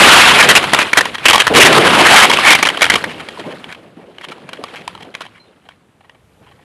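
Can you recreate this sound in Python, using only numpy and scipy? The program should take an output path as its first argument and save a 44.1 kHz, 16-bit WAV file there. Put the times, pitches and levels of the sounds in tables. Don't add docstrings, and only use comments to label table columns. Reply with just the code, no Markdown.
import sys
import numpy as np
from scipy import signal
from scipy.fft import rfft, irfft, next_fast_len
from scipy.io import wavfile
from scipy.ndimage import uniform_filter1d, map_coordinates

SR = 44100
rng = np.random.default_rng(int(sys.argv[2]) if len(sys.argv) > 2 else 0)


def to_wav(s):
    ch = np.atleast_2d(s).T
    pcm = np.round(np.clip(ch, -1, 1) * 32767)
    wavfile.write(sys.argv[1], SR, pcm.astype(np.int16))


N = 292812

# (time [s], level [dB])
WRECK_COURSE = [(0.0, 0), (0.21, 1.5), (0.38, -8), (0.7, -21), (0.8, -19), (0.92, -29), (1.12, -36),
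                (1.24, -30), (1.49, -33), (1.6, -8), (1.93, -13), (2.16, -6), (2.36, -19), (2.5, -12),
                (2.73, -33), (2.8, -25), (3.16, -38), (3.5, -37), (3.92, -54), (4.17, -51), (4.63, -44),
                (5.2, -50), (5.82, -64), (6.3, -63), (6.63, -55.5)]
# (frequency [Hz], relative power density [dB])
GRIT_SPECTRUM = [(300, -29.5), (700, -4.5), (1200, -1), (2000, -4), (3000, -3.5), (4000, -10), (6000, -23),
                 (10500, -21.5), (13000, -39)]
# (time [s], strength [dB], ring frequency [Hz], contact duration [s])
HITS = [(0.426, -6, 1850, 0.022), (0.488, 3.5, 1950, 0.025), (0.552, 3, 2834, 0.026),
        (0.628, -16, 2200, 0.003), (0.733, 0, 1960, 0.0063), (0.746, -1, 1394, 0.0017),
        (0.788, -4, 2500, 0.005), (0.931, -1.5, 2290, 0.0035), (0.972, 3.5, 1960, 0.014),
        (1.008, -5.5, 1900, 0.0046), (1.054, -13.5, 1000, 0.0024), (1.182, -23, 3397, 0.004),
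        (1.255, 3, 2930, 0.0095), (1.283, 1, 3330, 0.018), (1.307, -1, 1200, 0.005),
        (1.331, -1, 1069, 0.008), (1.345, -1, 1097, 0.0024), (1.356, 2.5, 1106, 0.0039),
        (1.379, -6, 1130, 0.0023), (1.418, -9, 1680, 0.0027), (1.468, -3.5, 1810, 0.002),
        (1.477, -6, 1930, 0.0023), (1.649, 1.5, 2178, 0.026), (1.727, -4, 2062, 0.0039),
        (2.066, -2, 2100, 0.006), (2.182, 0.5, 1660, 0.027), (2.297, -5.5, 1093, 0.007),
        (2.312, -5.5, 2240, 0.003), (2.371, -9, 2987, 0.003), (2.504, 0.5, 2230, 0.03),
        (2.55, -1.5, 2340, 0.0057), (2.588, -15, 2480, 0.0064), (2.627, 0.5, 2370, 0.0047),
        (2.652, -8.5, 2996, 0.0022), (2.66, -9.5, 2118, 0.017), (2.688, -6, 3125, 0.002),
        (2.701, -14, 2146, 0.001), (2.772, -15, 1070, 0.003), (2.809, -13, 2250, 0.003),
        (2.818, -0.5, 2250, 0.012), (2.841, -6.5, 2370, 0.0036), (2.853, -11.5, 1582, 0.001),
        (2.864, -12.5, 2470, 0.002), (2.899, 3, 1990, 0.0058), (2.918, -9.5, 2390, 0.001),
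        (2.955, -6, 1177, 0.003), (3.04, -12.5, 2180, 0.003), (3.143, -32, 3380, 0.0023),
        (3.286, -22.5, 3240, 0.002), (3.395, -27.5, 900, 0.007), (3.642, -27, 3320, 0.003),
        (3.723, -29, 2280, 0.009), (3.747, -34.5, 2610, 0.0055), (4.183, -29.5, 3000, 0.002),
        (4.211, -33, 2070, 0.008), (4.285, -33, 3560, 0.014), (4.49, -27.5, 3000, 0.003),
        (4.531, -24, 1550, 0.002), (4.57, -36, 3000, 0.002), (4.638, -20.5, 1220, 0.0017),
        (4.68, -36, 2270, 0.008), (4.758, -30.5, 2680, 0.014), (4.775, -37.5, 2600, 0.045),
        (4.877, -19.5, 1070, 0.0035), (4.95, -29, 1290, 0.002), (4.976, -36.5, 1090, 0.002),
        (5.046, -41, 810, 0.0055), (5.14, -33.5, 2300, 0.0066), (5.15, -21.5, 2400, 0.0022),
        (5.206, -26.5, 1440, 0.015), (5.222, -38.5, 2520, 0.022), (5.252, -35, 950, 0.013),
        (5.688, -33, 1620, 0.001), (6.007, -46.5, 812, 0.008), (6.095, -37.5, 3300, 0.002),
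        (6.147, -49, 2400, 0.008), (6.512, -45.5, 817, 0.01)]
# (time [s], strength [dB], ring frequency [Hz], swell duration [s], contact duration [s])
SCRAPES = [(0.38, 2, 2495, 0.02, 0.013), (0.634, -13, 1527, 0.008, 0.004), (0.795, -12, 2616, 0.008, 0.027),
           (0.955, -19, 2200, 0.014, 0.003), (1.14, -18.5, 1985, 0.0084, 0.0074),
           (1.228, -22, 2600, 0.01, 0.015), (1.316, -12, 2400, 0.005, 0.004),
           (1.39, -1, 3070, 0.011, 0.0097), (1.538, 0, 480, 0.025, 0.025), (1.596, 5.5, 2890, 0.01, 0.028),
           (1.731, -3.5, 1274, 0.051, 0.0038), (1.842, -6.5, 1572, 0.027, 0.0088),
           (1.9, -9, 1500, 0.03, 0.03), (1.95, -6, 1082, 0.036, 0.041), (2.048, -2, 2028, 0.014, 0.0085),
           (2.071, -2, 853, 0.049, 0.026), (2.158, 2.5, 2303, 0.005, 0.014), (2.212, 1, 2285, 0.014, 0.028),
           (2.324, -8.5, 1128, 0.0042, 0.018), (2.38, -9, 1160, 0.0089, 0.0079),
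           (2.431, -2, 2280, 0.046, 0.017), (2.733, -23.5, 1607, 0.013, 0.01),
           (2.929, -8, 2337, 0.01, 0.002), (3.085, -30, 3000, 0.01, 0.03),
           (3.179, -27.5, 3100, 0.028, 0.005), (3.352, -32, 1010, 0.022, 0.0043),
           (3.443, -36, 840, 0.024, 0.0051), (3.48, -33, 3100, 0.029, 0.019),
           (3.681, -33, 2260, 0.013, 0.024), (3.966, -49, 810, 0.034, 0.023),
           (4.228, -28.5, 3400, 0.011, 0.012), (4.308, -28.5, 1430, 0.011, 0.006),
           (4.37, -39.5, 990, 0.013, 0.002), (4.717, -31.5, 810, 0.031, 0.003),
           (4.999, -37, 830, 0.0057, 0.009), (5.02, -33, 1000, 0.006, 0.0043),
           (5.339, -46, 2290, 0.011, 0.037), (5.621, -49, 816, 0.039, 0.006),
           (5.705, -47, 2400, 0.004, 0.012), (6.031, -48.5, 814, 0.016, 0.008),
           (6.41, -53, 2600, 0.02, 0.02), (6.452, -47, 2910, 0.017, 0.025),
           (6.575, -49.5, 810, 0.018, 0.007)]
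HIT_RISE_S = .001
CONTACTS = sorted([(s, db, hz, HIT_RISE_S, contact) for s, db, hz, contact in HITS] + SCRAPES)


def amp(db):
    return 10 ** (np.asarray(db) / 20)


def unit(x):
    return x / np.sqrt(np.mean(x ** 2) + 1e-20)


def curves(rows):
    s, *columns = np.transpose(rows)
    return [np.interp(np.arange(N) / SR, s, column) for column in columns]


def wobble(rate):
    knots = rng.standard_normal(int(N * rate / SR) + 4)
    return map_coordinates(knots, [np.arange(N) * rate / SR])


def coloured(x, points):
    f, db = np.transpose(points)
    hz = np.fft.rfftfreq(4096, 1 / SR)
    gain = unit(amp(np.interp(np.log(hz + 1), np.log(f + 1), db)))
    cepstrum = irfft(np.log(gain + 1e-6))
    cepstrum[1:2048] *= 2
    cepstrum[2049:] = 0
    response = irfft(np.exp(rfft(cepstrum)))
    return signal.fftconvolve(x, response)[:len(x)]


def patchy(depth_db, bins, frames):
    z = signal.stft(rng.standard_normal(N), nperseg=256)[2]
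    field = uniform_filter1d(rng.standard_normal(z.shape), size=bins, axis=0)
    field = uniform_filter1d(field, size=frames, axis=1)
    return unit(signal.istft(z * amp(depth_db * unit(field)), nperseg=256)[1][:N])


def dying(rows, rise_s):
    power = np.zeros(N + SR)
    t = np.arange(SR) / SR
    for s, db, t60 in rows:
        envelope = amp(db - 60 * t / t60) * np.minimum(1, t / rise_s)
        power[round(s * SR):][:SR] += envelope ** 2
    return power[:N]


def hiss():
    # (frequency [Hz], relative power density [dB])
    hiss_spectrum = [(25, -27), (170, -1.5), (260, -8), (1270, -15), (4330, -33), (10500, -30.5),
                     (12500, -59.5)]
    return amp(-59) * coloured(rng.standard_normal(N), hiss_spectrum)


def boom():
    # (frequency [Hz], relative power density [dB])
    shell_spectrum = [(60, -29), (150, -7), (320, -0.5), (500, -1.5), (800, -8), (1500, -26), (3000, -51.5)]
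    panel_spectrum = [(60, -30), (120, -6), (180, 0), (240, -3), (400, -25), (1200, -70), (4000, -120)]
    chassis_spectrum = [(15, -28.5), (40, -11), (90, 0.5), (140, -6), (300, -40.5)]
    # (time [s], level [dB], decay time t60 [s])
    thuds = [(0.0, -13, 1.5), (0.4, -17, 1.2), (0.72, -19, .4), (0.97, -22, .6), (1.25, -23, .7),
             (1.495, -7, .6), (1.54, -5, .5), (1.585, -7, .8), (1.66, -10, 1), (1.74, -10, 2.2),
             (2.64, -26, .6), (2.91, -25, 1), (3.04, -24, .6), (3.38, -27, .3), (3.435, -25, .6),
             (3.645, -33, .3), (3.76, -39, .5), (3.82, -29.5, .25), (3.96, -36, .7), (4.07, -37, .35),
             (4.26, -38, 2), (4.575, -32, .6), (4.72, -37, .8), (5.0, -36, .8), (5.45, -50, 1),
             (6.06, -56, .8), (6.25, -56, 2), (6.4, -57, 3)]
    # (time [s], level [dB])
    chassis_course = [(0.0, -19.5), (0.09, -27), (1.2, -46), (1.64, -23), (2.75, -48), (2.9, -34),
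                      (3.23, -48), (4.3, -58), (5.05, -53), (5.97, -61), (6.4, -51), (6.64, -51)]

    shell = coloured(patchy(depth_db=2.5, bins=1, frames=5) * amp(2.2 * wobble(35)), shell_spectrum)
    panel = coloured(rng.standard_normal(N) * amp(3 * wobble(14)), panel_spectrum)
    chassis = coloured(rng.standard_normal(N) * amp(2.2 * wobble(6.9)), chassis_spectrum)

    drone_db = .72 * curves(WRECK_COURSE)[0] - 14.5
    shell_db = 10 * np.log10(amp(drone_db) ** 2 + dying(thuds, rise_s=.015))
    panel_db = .78 * shell_db - 14.5
    chassis_db = curves(chassis_course)[0]
    return amp(shell_db) * unit(shell) + amp(panel_db) * unit(panel) + amp(chassis_db) * unit(chassis)


def clinks():
    # (time [s], frequency [Hz], level [dB], decay time t60 [s])
    glass = [(5.345, 2290, -43, 0.11), (5.398, 4107, -42.5, 0.2), (5.4, 2320, -50, .07),
             (5.47, 3640, -51.5, .1)]
    out, t = np.zeros(N + SR), np.arange(SR // 3) / SR
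    for s, hz, db, t60 in glass:
        envelope = amp(db - 60 * t / t60) * np.minimum(1, t / 0.0039)
        out[round(s * SR):][:len(t)] += envelope * np.sin(2 * np.pi * hz * t)
    return out[:N]


def squeal():
    # (time [s], mean frequency [Hz], mean level [dB])
    drag = [(2.43, 2300, -40), (2.455, 2350, -8), (2.49, 2300, -1), (2.52, 2220, -3.5), (2.56, 2320, -15.5),
            (2.575, 2300, -40)]
    hz, db = curves(drag)
    db = np.where(db > -40, db, -120)
    rough_hz = hz + 130 * wobble(250)
    return amp(db + 4 * wobble(180)) * np.sin(2 * np.pi * np.cumsum(rough_hz) / SR)


def grains(count, centre_hz, cycles, spread_db):
    when, pitch = rng.random(count), rng.standard_normal(count)
    size = np.minimum(rng.exponential(size=count), 3)
    hz = np.clip(centre_hz * np.exp(.4 * pitch), 600, 4200)[:, None]
    step = np.arange(SR // 150)
    decay = np.exp(-step / SR * hz / cycles)
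    rings = amp(spread_db * size)[:, None] * decay * np.sin(2 * np.pi * hz * step / SR)
    at = (when * N).astype(int)[:, None] + step
    return unit(np.bincount(at.ravel(), rings.ravel(), minlength=N)[:N])


def debris_db():
    shake_db, shake_t60 = -21, .45
    loosened = [(s + rise + contact, db + shake_db, shake_t60) for s, db, hz, rise, contact in CONTACTS]
    shaken = dying(loosened, rise_s=.015)
    return 10 * np.log10(amp(curves(WRECK_COURSE)[0]) ** 2 + shaken)


def crunch():
    rush = coloured(patchy(depth_db=2.0, bins=4, frames=4) * amp(1.8 * wobble(60)), GRIT_SPECTRUM)
    bits = grains(count=3500, centre_hz=2300, cycles=2.5, spread_db=4)
    return amp(debris_db()) * unit(unit(rush) + amp(-3) * bits)


def contact_burst(t, rise, contact, t60, tail_db, tail_t60):
    after = np.maximum(t - rise - contact, 0)
    swell = amp(-15 * np.maximum(1 - t / rise, 0))
    decay = amp(-60 * after / t60) + amp(tail_db - 60 * after / tail_t60)
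    knots = t[::70]
    chatter = amp(3.8 * np.interp(t, knots, rng.standard_normal(len(knots))))
    first = 1 + 1.6 * amp(-60 * np.abs(t - rise) / 0.012) * (rise < .002)
    return swell * decay * chatter * first * rng.standard_normal(len(t))


def struck_body(t, db, hz, duration, ring_db, trim_db, width_hz):
    # (frequency [Hz], bandwidth [Hz], relative level [dB])
    trim = [(1100, 270, -1), (1918, 98, -9), (2365, 190, -8), (3278, 220, -4.5), (4190, 120, -10.5),
            (4810, 140, -22), (6940, 150, -28.5)]
    trim_per_db = -.25
    free_db = -10 * np.log10(1 + duration / 0.013)
    modes = [(hz, width_hz * hz / 2000, ring_db - 1.5 * np.log2(hz / 1500))]
    for centre, width, level in trim:
        modes.append((centre, width, level + trim_db + trim_per_db * db + rng.normal(0, 3.75)))
    body = np.zeros(len(t))
    for centre, width, level in modes:
        ring = np.exp(-np.pi * width * t) * np.sin(2 * np.pi * centre * t)
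        body += amp(level + free_db) * np.sqrt(width) * ring
    return body


def impacts(rows, gain_db, ring_db, trim_db, width_hz, t60, tail_db, tail_t60):
    # (frequency [Hz], relative power density [dB])
    crack_spectrum = [(100, -22), (300, -12), (600, -7.5), (1500, -3), (3200, 0.5), (4500, -9.5),
                      (7000, -18.5), (11000, -21.5), (13000, -35.5)]
    bright_per_db = .12
    out, t = np.zeros(N + SR), np.arange(SR // 4) / SR
    for s, db, hz, rise, contact in rows:
        burst = contact_burst(t, rise, contact, t60, tail_db, tail_t60)
        body = struck_body(t, db, hz, rise + contact, ring_db, trim_db, width_hz)
        ringing = signal.fftconvolve(burst, body[:2000])[:len(t)]
        direct_db = -1.2 * np.log2(3000 / hz)
        colour = crack_spectrum if rise < .012 and db > -45 else GRIT_SPECTRUM
        colour = [(f, g + bright_per_db * (db + 18) * (f > 5000)) for f, g in colour]
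        sound = coloured(amp(direct_db) * burst + ringing, colour)
        held = sound[round(.7 * rise * SR):round((rise + contact + .004) * SR)]
        out[round(s * SR):][:len(t)] += amp(db + gain_db) * sound / np.std(held)
    return out[:N]


def scene():
    contacts = impacts(CONTACTS, gain_db=-0.4, ring_db=-43.5, trim_db=-55.5, width_hz=320,
                       t60=0.017, tail_db=-11, tail_t60=0.09)
    return (hiss() + boom() + clinks() + squeal() + crunch() + contacts)[None]


def record(dry):
    overload_level, coupling_hz, top_hz = .86, 100, 13000
    clipped = dry / (1 + np.abs(dry / overload_level) ** 8) ** (1 / 8)
    m = next_fast_len(N + SR // 2)
    hz = np.fft.rfftfreq(m, 1 / SR)
    coupling = 1j * hz / (coupling_hz + 1j * hz)
    kept = irfft(rfft(clipped, m) * coupling * (hz < top_hz), m)[:, :N]
    return np.clip(kept, -1, 1)


dry = scene()
out = record(dry)
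to_wav(out)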